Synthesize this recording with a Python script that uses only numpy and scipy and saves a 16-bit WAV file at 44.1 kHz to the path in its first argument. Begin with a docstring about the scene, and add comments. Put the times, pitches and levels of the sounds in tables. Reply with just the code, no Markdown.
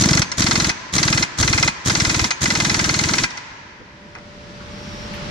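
"""Impact wrench in a garage

An air impact wrench hammers a bolt in six bursts inside an engine bay, in a large echoing garage.
Vane pulses, exhaust pops and jet noise make the motor; each blow rings the modes of anvil, socket and bolt
and shakes loose parts. Decaying noise makes the echo, and noise and wavering tones make the shop.
When the tool stops, the echo dies and the recorder's gain control slowly lifts the hum of the shop,
with a few small knocks and clinks of handling."""
import sys
import numpy as np
from scipy import signal
from scipy.fft import rfft, irfft
from scipy.io import wavfile
from scipy.ndimage import uniform_filter1d

SR = 44100
rng = np.random.default_rng(int(sys.argv[2]) if len(sys.argv) > 2 else 0)


def gain_from_decibels(decibels):
    """Convert decibel values to linear amplitude factors."""
    exponent = np.asarray(decibels, float) / 20
    return 10 ** exponent


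def materialize(psi):
    """Save the field psi as 16-bit PCM at rate SR to the path in sys.argv[1].

    A 1-D psi becomes a single channel; in a 2-D psi each row is a channel.
    """
    bounded = np.clip(np.atleast_2d(psi).T, -1, 1)
    quanta = np.round(bounded * 32767).astype(np.int16)
    wavfile.write(sys.argv[1], SR, quanta)


N = 233730
TIME = np.arange(N) / SR   # seconds


def rms_one(x):
    """Scale to rms 1."""
    return x / np.sqrt(np.mean(x ** 2) + 1e-20)


def at_hz(points, hz, column=1):
    """Read a table on a log-frequency axis."""
    points = np.array(points)
    return np.interp(np.log(hz), np.log(points[:, 0]), points[:, column])


def band(x, low_hz, high_hz):
    """Keep the sound between two frequencies (Butterworth band-pass)."""
    edges = [low_hz, min(high_hz, .45 * SR)]
    return signal.sosfilt(signal.butter(2, edges, "band", fs=SR, output="sos"), x)


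def clicks(times, sizes):
    """Single-sample clicks of the given sizes at the given times in seconds."""
    out = np.full(N, 1e-18)
    places = np.clip((np.asarray(times) * SR).astype(int), 0, N - 1)
    np.add.at(out, places, sizes)
    return out


def dying(x, t60):
    """Every click leaves an exponential tail that falls 60 dB in t60 seconds."""
    return signal.lfilter([1], [1, -gain_from_decibels(-60 / (t60 * SR))], x)


def coloured(spectrum, likeness):
    """Stereo noise with a spectrum and a left-right likeness by frequency; rms 1."""
    hz = np.maximum(np.arange(N // 2 + 1) * SR / N, 1)
    alike = np.clip(at_hz(likeness, hz), -1, 1)
    mid, side = rfft(rng.standard_normal((2, N))) * gain_from_decibels(at_hz(spectrum, hz))
    left_right = np.sqrt(1 + alike) * mid + np.sqrt(1 - alike) * side * [[1], [-1]]
    return rms_one(irfft(left_right, N))


# Pulls of the trigger. 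Each row: valve opens in seconds, valve starts to shut in seconds,
# air pressure in dB, pop pitch in Hz before scatter.
TRIGGER = [(-.003, 0.196, 4, 152), (0.382, 0.692, 0, 160), (0.937, 1.225, 0, 139), (1.387, 1.681, -.5, 110),
           (1.86, 2.273, -0.5, 122), (2.418, 3.241, -1, 149.5)]


def burst_of(s):
    """Index of the trigger pull that each moment belongs to."""
    return np.maximum(np.searchsorted(np.array(TRIGGER)[:, 0], s) - 1, 0)


# Motor start before the first blow of a pull. Each row: lead before the blow in ms for the usual start time,
# gust of the jet in dB, width of the gust in ms, pop in dB before air pressure.
SPIN_UP = [(46, -30, 1.8, -35), (35.9, -17, 3.7, -18.5), (21.15, -20, 2.7, -14.5), (11.1, -18, 3.5, -15.5)]
SPIN_UP_S = .04   # usual start time; a slower start stretches the pattern
POP_PER_PRESSURE = 1.3   # dB of pop per dB of air pressure


def spin_up():
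    """Rows (s, gust dB, width ms, pop dB, pop Hz) leading from each opening of the valve to the first blow."""
    s = np.array(BLOWS)[:, 0]
    rows = []
    for opens, _, pressure_db, hz in TRIGGER:
        first = s[s > opens][0]
        stretch = (first - opens) / SPIN_UP_S
        for ms, gust_db, width_ms, pop_db in SPIN_UP:
            at = first - ms / 1000 * stretch
            rows.append((at, gust_db, width_ms, pop_db + POP_PER_PRESSURE * pressure_db, hz))
    return rows


POWERED_GAP_S = .06   # blows closer than this follow under air
STALL_S, STALL_SCATTER_S = 0.0258, .002   # the motor stands still after a blow, then restarts with a pop
POP_DB, POP_SAG_DB_PER_S, POP_SCATTER_DB = -11.5, 6, 0.76
POP_PITCH_SCATTER = 0.1   # spread of the natural log of the pitch
VENT_S, VENT_DB, VENT_HZ = .012, -20.5, 178   # a faint pop after the last blow of a burst


def pop_events():
    """Rows (s, dB, Hz): restarts after blows, weaker as the air sags; venting at the end; spin-up pops."""
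    s = np.array(BLOWS)[:, 0]
    opens, _, pressure_db, hz = np.array(TRIGGER)[burst_of(s)].T
    luck = rng.standard_normal((len(s), 3))
    close = np.diff(s) < POWERED_GAP_S
    followed = np.append(close, False)
    last = np.append(False, close) & ~followed
    at = s + STALL_S + STALL_SCATTER_S * luck[:, 0]
    db = POP_DB + POP_PER_PRESSURE * pressure_db - POP_SAG_DB_PER_S * (s - opens)
    db = db + POP_SCATTER_DB * luck[:, 1]
    restarts = np.transpose([at, db, hz * np.exp(POP_PITCH_SCATTER * luck[:, 2])])
    vents = [(blow + VENT_S, VENT_DB, VENT_HZ) for blow in s[last]]
    starts = [(start, start_db, pitch) for start, _, _, start_db, pitch in spin_up()]
    return [*restarts[followed], *vents, *starts]


def pops(turns_before=0.49, turns_after=0.67, puff_s=0.0033):
    """A small crest, a deep trough and a larger second crest of pressure; the first carries a puff of jet noise."""
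    wave, puff = np.zeros(N), np.zeros(N)
    for s, db, hz in pop_events():
        near = slice(max(int((s - .025) * SR), 0), max(int((s + .025) * SR), 0))
        turn = (TIME[near] - s) * hz   # cycles from the trough
        fade = np.exp(-(turn / np.where(turn < 0, turns_before, turns_after)) ** 2)
        wave[near] -= gain_from_decibels(db) * np.cos(2 * np.pi * turn) * fade
        puff[near] += gain_from_decibels(db) * np.exp(-((turn + .5) / (hz * puff_s)) ** 2)
    return wave, puff


# Vane motor around each blow, speeding up to it and braked by it.
# Each row: time from the blow in ms, vane pulses in Hz, pulse level in dB.
SPIN = [(-21, 190, -13.5), (-15, 280, -1), (-8, 330, -2.5), (0, 370, -9.5), (8, 260, -8), (17, 200, -6)]
# Overtones of the vane pulses. Each row: multiple of the pulse rate, level in dB, phase in radians.
VANE_OVERTONES = [(1, 0, .0), (2, -10.5, 0.74), (3, -18.5, 0.21), (4, -16, 0.3)]
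# Colour of the exhaust jet. Each row: frequency in Hz, relative level in dB per Hz.
HISS = [(260, 0), (450, -10), (790, -13), (1050, -8.5), (1980, -5), (2780, -14.5), (3580, -7), (4960, -7.5),
        (6660, -2), (10200, -22), (11200, -28), (12200, -26), (15500, -38)]
# How alike the tool's noise is in the two ears. Each row: frequency in Hz, likeness from -1 to 1.
LIKENESS = [(60, 1), (120, 0.92), (240, 0.98), (480, 0.58), (950, 0.28), (1890, -0.19), (3770, 0.84),
            (7520, -0.33), (15000, -0.14)]
# Low notes of the exhaust lean left. Each row: frequency in Hz, left over right in dB.
LEFT_DB = [(30, 6.5), (125, 2.6), (400, -.1)]
VANE_DB, HISS_DB = -21, -25
HISS_PER_PRESSURE = 0.24   # dB of hiss per dB of air pressure
GUST_LEAD_S = 0.0027   # the gust comes ahead of its pop


def air_motor(jet_depth=0.24, pop_jet_db=-12, rough=0.24, rumble_db=-36):
    """Vanes pulse the exhaust ever faster up to each blow; the jet hisses on each pulse."""
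    marks = sorted((s + ms / 1000, hz, db) for s, *_ in BLOWS for ms, hz, db in SPIN)
    at, vane_hz, vane_db = np.transpose(marks)
    turn = 2 * np.pi * np.cumsum(np.interp(TIME, at, vane_hz)) / SR
    uneven = np.exp(rough * rms_one(band(rng.standard_normal(N), 30, 142)))
    flow, jet, size = np.zeros(N), np.zeros(N), np.zeros(N)
    for opens, shuts, pressure_db, _ in TRIGGER:
        opening = np.clip((TIME - opens) / 0.0056, 0, 1)
        valve = opening * np.exp(-np.maximum(TIME - shuts, 0) / 0.017)
        flow += valve
        size += gain_from_decibels(VANE_DB + pressure_db) * valve
        jet += gain_from_decibels(HISS_DB + HISS_PER_PRESSURE * pressure_db) * valve
    for s, db, ms, *_ in spin_up():
        jet += gain_from_decibels(db) * np.exp(-np.abs(TIME - s + GUST_LEAD_S) * 1000 / ms)
    size = size * uneven * gain_from_decibels(np.interp(TIME, at, vane_db))
    pulses = size * sum(gain_from_decibels(db) * np.cos(k * turn + lag) for k, db, lag in VANE_OVERTONES)
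    rumble = flow * gain_from_decibels(rumble_db) * rms_one(band(rng.standard_normal(N), 58, 134))
    pop, puff = pops()
    hz = np.maximum(np.arange(N // 2 + 1) * SR / N, 1)
    lean = gain_from_decibels(at_hz(LEFT_DB, hz) * [[.5], [-.5]])
    low = irfft(rfft(pop + pulses + rumble) * lean, N)
    gate = jet * (1 + jet_depth * np.cos(turn)) + gain_from_decibels(pop_jet_db) * puff
    return low + gate * coloured(HISS, LIKENESS)


# Colour of ventilation and distant machines. Each row: frequency in Hz, relative level in dB per Hz.
SHOP = [(15, -42), (25, 1), (140, 2), (204, -10), (281, -15.5), (537, -7.5), (582, -22), (741, -11),
        (848, -8.5), (1530, -10), (5580, -17.5), (8350, -33.5), (13500, -49), (15500, -80)]
# How alike the shop's noise is in the two ears. Each row: frequency in Hz, likeness from -1 to 1.
SHOP_LIKENESS = [(60, 0.95), (180, 0.4), (550, -0.69), (1650, -0.088), (4970, 0.21), (15000, -0.79)]
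# The shop's noise swells. Each row: time in seconds, change of level in dB.
RUMBLE = [(0, -3), (3.8, -1.5), (4.4, 1.5), (4.8, 3.5), (5.3, 4.5)]
# Steady tones of shop machines. Each row: start in seconds, stop in seconds, pitch in Hz,
# width of the line in Hz, rms level in dB.
TONES = [(0, 3.9, 587.5, 1, -60), (3.78, 6, 587.5, 1, -53), (4.5, 6, 861, 12, -65),
         (4.62, 5.12, 5520, 150, -57.5)]
SHOP_DB, DRONE_DB, DRONE_STARTS_S = -47.5, -52.5, 3.72   # the drone is weaker until it starts in full
# a low rumble fades, then follows the shop's swell by half
LOW_RUMBLE_DB, LOW_FADE_DB_PER_S, LOW_STEADY_DB = -43, 1.5, -52


def shop():
    """Broad machine noise, a lumpy drone, a low rumble and a few wavering tones."""
    swell = gain_from_decibels(np.interp(TIME, *np.transpose(RUMBLE)))
    out = gain_from_decibels(SHOP_DB) * swell * coloured(SHOP, SHOP_LIKENESS)
    lumps = np.exp(.2 * rms_one(band(rng.standard_normal(N), 4, 20)))
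    drone_on = np.clip((TIME - DRONE_STARTS_S) / 0.24, .4, 1)
    drone = rms_one(band(rng.standard_normal(N), 172, 211))
    out += gain_from_decibels(DRONE_DB) * swell * drone_on * lumps * drone
    fading = gain_from_decibels(LOW_RUMBLE_DB - LOW_FADE_DB_PER_S * TIME)
    steady = gain_from_decibels(LOW_STEADY_DB) * np.sqrt(swell)
    out += np.maximum(fading, steady) * rms_one(band(rng.standard_normal(N), 55, 426))
    for starts, stops, hz, width_hz, db in TONES:
        on = np.clip((TIME - starts) / 0.23, 0, 1) * np.clip((stops - TIME) / .08, 0, 1)
        # a random walk of phase widens the line
        wobble = np.cumsum(rng.standard_normal(N)) * np.sqrt(2 * np.pi * width_hz / SR)
        out += gain_from_decibels(db) * np.sqrt(2) * on * np.sin(2 * np.pi * hz * TIME + wobble)
    return out


# Echo of the garage. Each row: frequency in Hz, relative level in dB, time to fall 60 dB in seconds.
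GARAGE = [(101, -4, 0.94), (297, -2, 0.98), (725, 4, 1.9), (946, 7, 3.5), (1200, -2, 1.6),
          (1604, 8.5, 3.66), (2060, 1.5, 2), (2490, 4, 3.2), (3220, -2, 1.84), (5040, -0.5, 1.88),
          (8240, -7.5, 1.0)]


def garage(x, wet_db=-13, gap_s=0.013):
    """Diffuse echo: third-octave bands of noise, own in each ear, each dying at its own rate."""
    t = TIME[:2 * SR]
    tail = 0
    for hz in 90 * 2 ** np.arange(0, 7.2, 1 / 3):
        decay = gain_from_decibels(at_hz(GARAGE, hz) - 60 * t / at_hz(GARAGE, hz, column=2))
        noise = rng.standard_normal((2, len(t)))
        tail = tail + decay * band(noise, hz / 2 ** (1 / 6), hz * 2 ** (1 / 6))
    # a hollow resonance of the engine bay
    hollow = band(rng.standard_normal((2, len(t))), 976, 1083)
    tail = tail + gain_from_decibels(7.5 - 60 * t / 2.8) * hollow
    # silent for gap_s, then fading in over as long again
    tail = tail * np.clip(t / gap_s - 1, 0, 1) * gain_from_decibels(wet_db) / np.sqrt(.1 * SR)
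    return signal.fftconvolve(x, tail, axes=1)[:, :N]


# Hammer on anvil, with stray blows as the motor coasts. Each row: time in seconds, strength in dB.
BLOWS = [(0.0372, -6), (0.0878, -6), (0.131, -5.5), (0.173, -5.5), (0.218, -3.5), (0.317, -11.5),
         (0.4202, -2.5), (0.4649, -2.5), (0.5108, -2.5), (0.555, -3), (0.6, -4), (0.6444, -4.5),
         (0.6931, -3.5), (0.9813, -3), (1.0297, -3), (1.078, -3), (1.1266, -4.5), (1.1751, -5),
         (1.2254, -3), (1.4271, -3), (1.477, -3.5), (1.5287, -4), (1.5777, -3.5), (1.6271, -3.5),
         (1.6769, -4.5), (1.8976, -2.5), (1.951, -4), (2.0005, -2.5), (2.049, -5.5), (2.0955, -3),
         (2.144, -5), (2.1936, -5.5), (2.2418, -5), (2.307, -5.5), (2.4548, -5), (2.5035, -3.5),
         (2.5518, -5.5), (2.601, -4), (2.6477, -4), (2.6964, -6), (2.7433, -4), (2.7926, -3.5),
         (2.8423, -4), (2.8918, -5.5), (2.9419, -6), (2.9901, -5), (3.037, -6), (3.0877, -6.5),
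         (3.1355, -4.5), (3.1828, -3.5), (3.236, -4.5), (3.3043, -22.5), (3.3725, -19)]
# The loose socket touches the bolt, without bouncing. Each row: time in seconds, strength in dB.
CLINKS = [(4.152, -28), (4.186, -33)]
# Contacts within one blow. Each row: delay after the blow in ms, dB into low modes, dB into high modes.
CONTACTS = [(0, -11, -3), (2.0, -12.5, -4), (5.0, -1, -15.5), (10.8, -11.5, -25)]
# Ringing modes of anvil, socket and bolt. Each row: pitch in Hz before detuning, level in dB,
# time to fall 60 dB in seconds, left over right in dB, lead of the left ear in radians.
STEEL = [(849, -29, 0.098, 5, 0.46), (956, -21, 0.083, -9.5, 3.13), (1365, -18, 0.036, 1.5, 1.67),
         (1459, -9.5, 0.016, 1, 1.2), (1620, -15, 0.066, 6.5, 3.65), (2054, -7, 0.032, -1, 1.44),
         (2457, -16.5, 0.12, 0.5, 2.47), (3630, -43, 0.038, 15, .1), (4200, -13, 0.029, 2.5, 0.56),
         (4460, -16, 0.04, -14.5, 0.44), (5232, -11, 0.038, -6, 1.3), (5846, -16, 0.025, 22.5, 1.8),
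         (6320, -27.5, 0.04, 30, 0.68)]
# The unloaded socket rings on after the last blow of a burst or a stray one.
# Each row: start in seconds, pitch in Hz, level in dB, time to fall 60 dB in seconds.
FREE_RINGS = [(.217, 6200, -33, 0.42), (.317, 6700, -33, 0.16), (.693, 6040, -36, 0.43),
              (1.226, 5900, -41, .25), (1.677, 6220, -39, 0.19), (2.307, 6430, -19.5, 0.15),
              (3.236, 6500, -40, .2)]
# Loose parts shaken by a blow. Each row: frequency in Hz, relative level in dB per Hz.
RATTLE = [(290, -39), (500, -35), (968, -15.5), (1770, -18), (2010, -15), (3190, -17.5), (4380, -16),
          (6000, -16.5), (9240, -29.5), (11100, -47), (13400, -65), (15500, -60)]
LOW_MODES_DB, HIGH_MODES_DB, SEATING_DB = -1.64, -1.5, 1.5   # base of both groups, scatter per blow
HIGH_PER_PRESSURE = 0.91   # dB of high modes per dB of air pressure
CLINK_HIGH_DB = -15   # a light touch reaches the high modes and the loose parts less
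# low and high modes grow through a burst as the bolt seats
TIGHTEN_DB_PER_S, TIGHTEN_HIGH_DB_PER_S = 3, 2


def blows(split_hz=2800, spread_db=2.0, rattle_db=-13, rattle_t60=0.09, grain=0.31):
    """Each blow lands and bounces three times into the steel modes, and shakes loose parts into a rattle."""
    s, peak_db = np.transpose(BLOWS + CLINKS)
    hammered = np.arange(len(s)) < len(BLOWS)
    touch_db = CLINK_HIGH_DB * ~hammered
    pull = np.array(TRIGGER)[burst_of(s)]
    seated = np.minimum(s - pull[:, 0], 1)
    scatter = SEATING_DB * rng.standard_normal((len(s), 2))
    body_db, clank_db = (scatter + [LOW_MODES_DB, HIGH_MODES_DB]).T
    body_db = body_db + TIGHTEN_DB_PER_S * seated
    clank_db = clank_db + touch_db + TIGHTEN_HIGH_DB_PER_S * seated + HIGH_PER_PRESSURE * pull[:, 2]
    # bounces, but not the first contact, vary a little in time (seconds)
    slip = rng.normal(0, .0004, (len(s), len(CONTACTS))) * (np.arange(len(CONTACTS)) > 0)
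    chance = rng.normal(0, spread_db, (len(s), len(STEEL), len(CONTACTS)))
    # the socket sits a little differently each time
    loose = np.where(np.array(STEEL)[:, 0] < split_hz, .008, .022)
    detune = rng.normal(0, loose, (len(s), len(STEEL)))
    latest = np.maximum(np.searchsorted(s, TIME) - 1, 0)
    out = np.zeros((2, N))
    for k, (hz, level_db, t60, pan_db, lead) in enumerate(STEEL):
        train = 0
        for j, (ms, low_db, high_db) in enumerate(CONTACTS):
            group_db = low_db + body_db if hz < split_hz else high_db + clank_db
            times = s + (ms / 1000 + slip[:, j]) * hammered
            train = train + clicks(times, gain_from_decibels(peak_db + level_db + chance[:, k, j] + group_db))
        # a turning, shrinking arrow: one decaying mode
        pole = gain_from_decibels(-60 / (t60 * SR)) * np.exp(2j * np.pi * hz / SR)
        ring = signal.lfilter([1], [1, -pole], train)
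        ring = ring * np.exp(2j * np.pi * hz * detune[latest, k] * (TIME - s[latest]))
        ears = np.imag(ring * np.exp([[.5j * lead], [-.5j * lead]]))
        out += ears * gain_from_decibels([[pan_db / 2], [-pan_db / 2]])
    for at, hz, db, t60 in FREE_RINGS:
        out += dying(clicks([at], gain_from_decibels(db)), t60) * np.sin(2 * np.pi * hz * TIME + [[.6], [-.6]])
    # contacts last some tens of microseconds, which softens the treble
    out = signal.sosfilt(signal.butter(4, 8000, fs=SR, output="sos"), out)
    shake = dying(clicks(s, gain_from_decibels(peak_db + rattle_db + touch_db)), rattle_t60)
    # parts chatter unevenly
    shake = shake * np.exp(grain * rms_one(band(rng.standard_normal(N), 38, 260)))
    return out, uniform_filter1d(shake, size=60) * coloured(RATTLE, LIKENESS)


# Thuds and ticks of hands, hose and tool body.
# Each row: start in seconds, level in dB, low edge in Hz, high edge in Hz.
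HANDLING = [(3.8, -41, 80, 450), (3.812, -37, 80, 450), (4.158, -38, 550, 2300), (4.605, -44, 900, 1600),
            (5.075, -53, 2000, 7000), (5.137, -43, 1500, 3500), (5.137, -63, 8000, 14000)]
KNOCK_T60_S = .14


def handling():
    """Small knocks and clinks: short dying noise in a band."""
    out = np.zeros((2, N))
    for s, db, low_hz, high_hz in HANDLING:
        # one noise shared by both ears plus one for each
        noise = rng.standard_normal(N) + rng.standard_normal((2, N))
        # filtered twice for steeper edges
        noise = rms_one(band(band(noise, low_hz, high_hz), low_hz, high_hz))
        knock = dying(clicks([s], gain_from_decibels(db)), KNOCK_T60_S)
        out += uniform_filter1d(knock, size=60) * noise
    return out


def scene():
    """Tool, hands and shop, with the garage echo; steel deep in the engine bay reaches the walls weakly."""
    rings, rattle = blows()
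    air = air_motor()
    echo = garage(gain_from_decibels(-14) * rings + rattle + air)
    return rings + rattle + air + echo + handling() + shop()


def roll_off(x):
    """The treble ends steeply here."""
    return signal.sosfilt(signal.butter(12, 15730, fs=SR, output="sos"), x)


MIC_LOW_CUT_HZ = 29
OVERLOAD = 1.6   # level at which the input rounds off


def record(dry):
    """Gain control: after the sound has stayed quiet for a while the gain creeps up; peaks are rounded."""
    loud_db, hold_s, rise_db_per_s = -30, .45, 8.5
    level = np.sqrt(uniform_filter1d(np.mean(dry ** 2, axis=0), size=1024))
    last_loud = np.maximum.accumulate(np.where(level > gain_from_decibels(loud_db), TIME, 0))
    gain_db = rise_db_per_s * np.maximum(TIME - last_loud - hold_s, 0)
    low_cut = signal.butter(2, MIC_LOW_CUT_HZ, "high", fs=SR, output="sos")
    top_cut = signal.cheby2(10, 40, 16000, fs=SR, output="sos")
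    lifted = signal.sosfilt(low_cut, dry) * gain_from_decibels(gain_db)
    rounded = OVERLOAD * np.tanh(lifted / OVERLOAD)
    return roll_off(signal.sosfilt(top_cut, rounded))


dry = scene()
out = record(dry)
materialize(out)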